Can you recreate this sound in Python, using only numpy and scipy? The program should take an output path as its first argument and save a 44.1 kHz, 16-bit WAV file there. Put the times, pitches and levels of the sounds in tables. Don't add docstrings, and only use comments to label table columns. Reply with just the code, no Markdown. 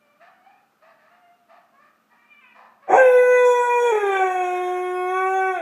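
import sys
import numpy as np
from scipy import signal
from scipy.fft import rfft, irfft, next_fast_len
from scipy.io import wavfile
from scipy.ndimage import uniform_filter1d, minimum_filter1d, map_coordinates

SR = 44100
rng = np.random.default_rng(int(sys.argv[2]) if len(sys.argv) > 2 else 0)


def wav_out(sig):
    wavfile.write(sys.argv[1], SR, np.round(np.clip(np.atleast_2d(sig).T, -1, 1) * 32767).astype(np.int16))


N = 247386
START_S, OPEN_S = 2.872, 0.079
CRACK_S = 3.905

# (time [s], pitch [Hz])
HOWL_TUNE = [(2.93, 383.7), (2.985, 530.3), (3.08, 504.7), (3.15, 499.5), (3.38, 496.8), (3.5, 490.4),
             (3.85, 481), (3.905, 471), (3.925, 431.8), (4.06, 398.6), (4.2, 378.5), (4.44, 362),
             (5.06, 363.8), (5.16, 375), (5.36, 381), (5.5, 376.3), (5.56, 360.4), (5.61, 329)]
# (time [s], level [dB])
HOWL_EFFORT = [(2.87, -64), (2.9, -26.5), (2.95, -22), (2.985, -15.5), (3.17, -10), (3.42, -14),
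               (3.6, -18.5), (3.73, -21.5), (3.87, -16), (4.13, -20.5), (4.36, -28.5), (4.62, -26.5),
               (5.2, -26), (5.36, -29.5), (5.52, -30), (5.61, -42.5)]
# (time [s], hoarseness [dB])
HOARSENESS = [(2.96, 2.5), (3.0, -4), (3.16, -24.5), (3.7, -19.5), (3.89, -16), (3.93, -8.5), (4.05, -18),
              (4.6, -15.5), (4.9, -19), (5.1, -25), (5.47, -26.5), (5.61, -8)]
def husky():
    melody, effort_db, hoarse_db = curves(HOWL_TUNE) + curves(HOWL_EFFORT) + curves(HOARSENESS)
    drive = (np.arange(N) / SR > START_S) * echo_beating()
    pitch = melody * (1 + 0.0014 * wobble(34) + 0.0207 * amp(hoarse_db) * wobble(170))
    phase = cycle(pitch)
    *low_swells, nasal_swell = room_swells()
    tone, tone_level = chest(melody, phase, effort_db, low_swells)
    breath = rasp(phase, tone_level, hoarse_db)
    low = in_room(drive * tone, wet_db=-15)
    rough = in_room(drive * (bark(melody, phase) + breath), wet_db=-16)
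    high = in_room(drive * upper_voice(pitch, phase, hoarse_db, nasal_swell), wet_db=0)
    return low + rough + high


# (frequency [Hz], level [dB])
THROAT_COLOUR = [(1000, -10), (1085, -1), (1128, 5), (1200, 2.5), (1300, -4), (1465, -3.5), (1497, -2.5),
                 (1575, 11.5)]
# (level [dB], rise with effort [dB/dB], rise as the mouth opens [dB])
SECOND_HARMONIC = (-26.5, 0.035, 17.4)
THIRD_HARMONIC = (-33, 0.54, 2)
def chest(melody, phase, effort_db, swells):
    first, second, third = swells
    levels = [first * amp(effort_db),
              second * strength(SECOND_HARMONIC),
              third * strength(THIRD_HARMONIC) * band(THROAT_COLOUR, 3 * melody)]
    tone = sum(level * np.sin(k * phase + rng.uniform(0, 2 * np.pi)) for k, level in enumerate(levels, 1))
    return np.sqrt(2) * tone, np.linalg.norm(levels, axis=0)


# (frequency [Hz], level [dB])
RASP_COLOUR = [(120, -33.5), (300, -22.5), (520, 4.5), (680, -4.5), (815, 2), (930, -3), (1250, -21),
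               (1600, -3.5), (2000, -19), (2800, -31.5)]
def rasp(phase, tone_level, hoarse_db):
    return tone_level * amp(hoarse_db - 7 + 2.4 * wobble(22.29)) * noise(RASP_COLOUR, puffs(phase))


# (start [s], rise time [s], level [dB])
BARK_BURSTS = [(2.879, 0.024, -18.5), (2.914, 0.029, -7.5)]
# (frequency [Hz], level [dB])
SLAP_COLOUR = [(59, -83), (100, -44), (279, -16.5), (365, -11), (627, -5), (723, 4.5), (787, -4),
               (858, -13), (1160, -17), (1300, -34), (1520, -36), (2290, -24), (3000, -63), (3900, -76),
               (6600, -120)]
def bark(melody, phase):
    bursts = sum(amp(db) * envelope(start, rise, t60=0.15) for start, rise, db in BARK_BURSTS)
    slaps = bursts * noise(SLAP_COLOUR, puffs(phase / 2))
    rise_s, fade_s = 0.02, 0.4
    second_hz = np.maximum(738, 1.61 * melody) * (1 + 0.026 * wobble(200))
    second_gain = sum(amp(db - 8.5) * envelope(start, rise_s, fade_s) for start, _, db in BARK_BURSTS)
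    second_gain += amp(-50.5) * envelope(START_S, rise_s, fade_s, hold=CRACK_S - START_S - rise_s)
    return slaps + np.sqrt(2) * second_gain * np.sin(cycle(second_hz))


# (time [s], opening [0 shut to 1 wide])
JAW = [(2.96, 1), (3.03, 0.22), (3.14, 0.05), (3.38, 0.6), (3.58, 0.72), (3.9, 0.8), (4.03, 0.38),
       (4.23, 0.81), (4.42, 0.67), (4.58, 0.41), (4.73, 0.42), (4.92, 0.22), (5.2, 0.52), (5.38, 0.65),
       (5.61, 0.38)]
# (frequency [Hz], level [dB])
RING_COLOUR = [(1450, 9), (1620, 8.5), (1810, 3), (2000, 3.5), (2170, 1), (2280, 3.5), (2480, -0.5),
               (2640, 0.5), (2750, -14.5), (2950, -28.5), (3280, -3), (3500, -11), (3750, -24),
               (4100, -31.5), (4800, -38.5), (5400, -45)]
SIZZLE_COLOUR = [(3900, -18), (4500, -17), (5100, -16.5), (5450, -6.5), (5680, 3), (6100, -1), (6550, 10.5),
                 (7200, 0.5), (7900, 4.5), (8400, -23)]
SHEEN_COLOUR = [(8300, -10), (9100, -5.5), (9900, -11.5), (10900, 0.5), (11400, -16), (12300, -14.5),
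                (13000, -10.5), (13900, -13), (14300, -24.5), (15200, -15)]
# (level [dB], rise with effort [dB/dB], rise as the mouth opens [dB])
RING_PART = (-35, 0.12, 5)
SIZZLE_PART = (-52.5, 0.51, 19.5)
SHEEN_PART = (-55, 0.46, 0.95)
def upper_voice(pitch, phase, hoarse_db, nasal_swell):
    mouth, = curves(JAW)
    lips = 1 + 0.22 * (mouth - .64)
    ring = overtones(pitch, phase, RING_COLOUR, range(4, 13))
    ring = strength(RING_PART) * roughened(ring, phase, RING_COLOUR, hoarse_db - 2)
    sizzle = overtones(pitch / lips, phase, SIZZLE_COLOUR, range(11, 25))
    sizzle = strength(SIZZLE_PART) * roughened(sizzle, phase, SIZZLE_COLOUR, hoarse_db + 12.5)
    sheen = overtones(pitch, phase, SHEEN_COLOUR, range(16, 42))
    sheen = strength(SHEEN_PART) * roughened(sheen, phase, SHEEN_COLOUR, hoarse_db + 8.5)
    return nasal_swell * ring + sizzle + sheen


def strength(part):
    level_db, per_effort, opening_db = part
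    easy_db = -21
    effort_db, mouth = curves(HOWL_EFFORT) + curves(JAW)
    fade_in, = curves([(START_S, 0), (START_S + OPEN_S, 1)])
    return fade_in * amp(level_db + per_effort * (effort_db - easy_db) + opening_db * (mouth - .5))


# (time [s], half width [s], harmonic 1 [dB], harmonic 2 [dB], harmonic 3 [dB], nasal ring [dB])
HOWL_SWELLS = [(2.99, 0.044, 1, -7, 1.5, -0.5), (3.259, 0.037, -2, -1, 4, -6.5),
               (3.34, 0.038, 1.5, -2.5, 5.5, 2.5), (3.55, .06, 0.5, 2, -2.5, -1.5),
               (3.65, 0.028, -19.5, 0, 10, -3.5), (3.76, 0.046, 0, -0.5, 0, -5),
               (3.829, .02, 1.5, -23, -4, -4), (4.004, 0.017, -8, -2, -2, 2),
               (4.128, 0.073, -0.5, 2, -0.5, 8.5), (4.226, 0.014, -1, 6.5, -6, -5.5),
               (4.339, 0.0098, -1, -8, -12, 4.5), (4.6, .25, -1, -.5, -0.5, 1.5),
               (5.18, 0.058, 0.5, 0.5, 6.5, 1), (5.38, .1, 1, 4, -0.5, 1), (5.5, 0.02, 3, 0.5, 1, -3)]
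def room_swells():
    t = np.arange(0, N, 64) / SR
    db = sum(np.outer(np.exp(-((t - time) / width) ** 2), dbs) for time, width, *dbs in HOWL_SWELLS)
    return curves(np.column_stack([t, amp(db)]))


def echo_beating():
    fast_hz, slow_hz, depth, fade_s = 42.56, 20.65, 0.63, 0.25
    since = np.maximum(np.arange(N) / SR - CRACK_S, 0)
    fading = np.exp(-since / fade_s)
    rate = (since > 0) * (slow_hz + (fast_hz - slow_hz) * fading)
    return 1 - depth * fading * np.sin(cycle(rate) / 2) ** 2


# (frequency [Hz], level [dB])
PHONE_BODY = [(300, -22.5), (480, -26), (570, -5), (690, 3.5), (900, 2.5), (1100, -7), (1500, -44)]
PHONE_BRIGHT = [(700, -46), (950, -23.5), (1200, 9.5), (1420, -9.5), (1800, 3.5), (2150, -13.5),
                (2450, -6.5), (2900, -16.5), (3400, -21.5), (4200, -18), (6000, -31), (9000, -36)]
PHONE_WHINE = [(2100, -21), (2350, 2), (2480, -1), (2700, -13.5), (2900, -4.5), (3150, -27), (3500, -17),
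               (3900, -45.5)]
def phone():
    pitch, rough_db, (body_gain, bright_gain, whine_gain) = yapping()
    hollow_db = np.interp(pitch, [620, 700], [0, 9])
    pitch = pitch * (1 + 0.0203 * amp(rough_db) * wobble(90))
    phase = cycle(pitch)
    body = overtones(pitch, phase, PHONE_BODY, range(1, 3))
    body = roughened(body, phase, PHONE_BODY, rough_db - 4)
    bright = overtones(pitch, phase, PHONE_BRIGHT, range(2, 5))
    bright = roughened(bright, phase, PHONE_BRIGHT, rough_db + hollow_db + 4.5)
    whine = overtones(pitch, phase, PHONE_WHINE, range(3, 8))
    return in_room(body_gain * body + bright_gain * bright + whine_gain * whine, wet_db=-3.5)


# (start [s], length [s], first pitch [Hz], last pitch [Hz],
# body [dB], brightness [dB], whine [dB], roughness [dB])
PHONE_CALLS = [(0, 0.16, 587, 588, -66, -70, -70, -3), (.195, 0.09, 596, 737, -51.5, -52.5, -81, -1),
               (.32, 0.19, 731, 741, -56.5, -70, -77, -8.5),
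               (.435, 0.15, 734, 825.6, -61.5, -64.5, -68.5, -0.5),
               (.81, 0.11, 583, 671, -54.5, -54.5, -86, 3), (.975, .11, 590, 630, -62, -57, -84, 2),
               (1.1, 0.071, 662, 716, -53, -60, -90, -7),
               (1.215, 0.1047, 714.6, 695.8, -58.5, -66.5, -85, -11.5),
               (1.482, 0.098, 608.9, 697, -52, -55, -78, 4.5),
               (1.72, 0.069, 525, 555, -64.5, -61, -79, -7.5),
               (1.79, 0.095, 578.5, 609.7, -66, -56, -81, -3),
               (2.095, 0.059, 457, 467, -57.5, -59.5, -74, 0),
               (2.175, 0.077, 465.6, 470.4, -78, -61.5, -64, -3.5),
               (2.28, 0.12, 602, 588, -77, -62.5, -57, -5),
               (2.41, 0.15, 537, 477.8, -62.5, -61.5, -57, -2.5),
               (2.545, .12, 480, 515, -50, -53, -94, 8.5), (2.81, 0.069, 536, 570, -58.5, -54.5, -80, -4)]
def yapping():
    rise_s, sag_db_per_s, fade_s, cleaner_db = 0.02, 31, 0.13, 9
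    age = np.arange(SR // 2) / SR
    pitch = np.full(N, float(PHONE_CALLS[-1][3]))
    rough_db, gains = np.zeros(N), np.zeros((3, N))
    for start, length, first_hz, last_hz, *levels_db, noise_db in PHONE_CALLS:
        at = round(start * SR)
        span = slice(at, at + len(age))
        settling = 1 - np.tanh(age / (.42 * length))
        pitch[span] = last_hz + (first_hz - last_hz) * settling
        rough_db[span] = noise_db - cleaner_db * settling
        fade_db = -sag_db_per_s * age - 60 * np.maximum(age - length, 0) / fade_s
        gains[:, span] += np.outer(amp(levels_db), np.minimum(age / rise_s, 1) * amp(fade_db))
    return uniform_filter1d(pitch, size=441), uniform_filter1d(rough_db, size=441), gains


# (frequency [Hz], time to fade by 60 dB [s])
ROOM_FADE = [(100, 0.076), (300, 0.52), (800, 0.75), (2500, 0.6), (7000, 0.15), (14000, 0.14)]
def in_room(x, wet_db):
    hz, t, spectrum = signal.stft(rng.standard_normal(SR * 3 // 4), SR, nperseg=256)
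    fading = amp(-60 * t / along(ROOM_FADE, hz)[:, None])
    tail = signal.istft(spectrum * fading, SR, nperseg=256)[1]
    tail = np.pad(tail / np.linalg.norm(tail), (SR // 250, 0))
    return (x + amp(wet_db) * signal.fftconvolve(x, tail)[:N]) / np.hypot(1, amp(wet_db))


# (frequency [Hz], level [dB])
AIR_COLOUR = [(15, -70.5), (25, -31), (69, -19), (224, -1), (450, -7.5), (673, -5.5), (1030, -10),
              (1150, -4), (1460, -3.5), (1760, -15.5), (2070, -14), (2780, -16), (3180, -19.5),
              (10000, -28.5), (15000, -35.5)]
def room_tone():
    hum = amp(-74.5 + 2.7 * wobble(2.6)) * np.sin(cycle(221 + 3.1 * wobble(12)))
    air = amp(-66.5) * noise(AIR_COLOUR)
    hiss = amp(-82) * noise([(3000, 0), (10000, -13.5), (13000, 4), (15300, 1)])
    return air + hiss + hum


def overtones(pitch, phase, colour, orders):
    flutter_db, flutter_per_s = 2.38, 9
    step = 32
    gains = band(colour, np.outer(orders, pitch[::step]))
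    gains /= np.sqrt(np.sum(gains ** 2, axis=0) / 2)
    knots = np.arange(0, N, step) * flutter_per_s / SR
    flutter = [map_coordinates(rng.standard_normal(128), [knots], mode='mirror') for _ in orders]
    gains *= amp(flutter_db * np.array(flutter))
    return sum(np.repeat(gain, step)[:N] * np.sin(k * phase + rng.uniform(0, 2 * np.pi))
               for k, gain in zip(orders, gains))


def roughened(tone, phase, colour, rough_db):
    return (tone + amp(rough_db) * noise(colour, puffs(phase))) / np.hypot(1, amp(rough_db))


def puffs(phase):
    return 1 + np.cos(phase)


def cycle(pitch):
    return 2 * np.pi * np.cumsum(pitch) / SR


def noise(colour, gate=1):
    x = filtered(gate * rng.standard_normal(N), lambda hz: band(colour, hz))
    return x / np.sqrt(np.mean(x ** 2) + 1e-20)


def band(colour, hz):
    inside = np.clip(hz, colour[0][0], colour[-1][0])
    octaves_outside = np.abs(np.log2((hz + 1) / inside))
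    return amp(along(colour, hz) - 60 * octaves_outside)


def filtered(x, response):
    size = next_fast_len(N + SR // 2)
    return irfft(rfft(x, size) * response(np.fft.rfftfreq(size, 1 / SR)), size)[:N]


def envelope(start, rise, t60, hold=0):
    t = np.arange(N) / SR - start
    return np.clip(t / rise, 0, 1) * amp(-60 * np.maximum(t - rise - hold, 0) / t60)


def wobble(rate):
    return map_coordinates(rng.standard_normal(int(N * rate / SR) + 4), [np.arange(N) * rate / SR])


def curves(rows):
    times, *columns = np.transpose(rows)
    return [np.interp(np.arange(N) / SR, times, column) for column in columns]


def along(points, hz):
    frequencies, values = np.transpose(points)
    return np.interp(np.log(hz + 1), np.log(frequencies + 1), values)


def amp(db):
    return 10 ** (np.asarray(db) / 20)


def scene():
    return (husky() + phone() + room_tone())[None]


def record(dry):
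    ceiling, top_hz = .68, 15300
    needed = np.minimum(1, ceiling / (np.abs(dry[0]) + 1e-9))
    gain = uniform_filter1d(minimum_filter1d(needed, size=101), size=101)
    return filtered(gain * dry[0], lambda hz: hz < top_hz)[None]


dry = scene()
out = record(dry)
wav_out(out)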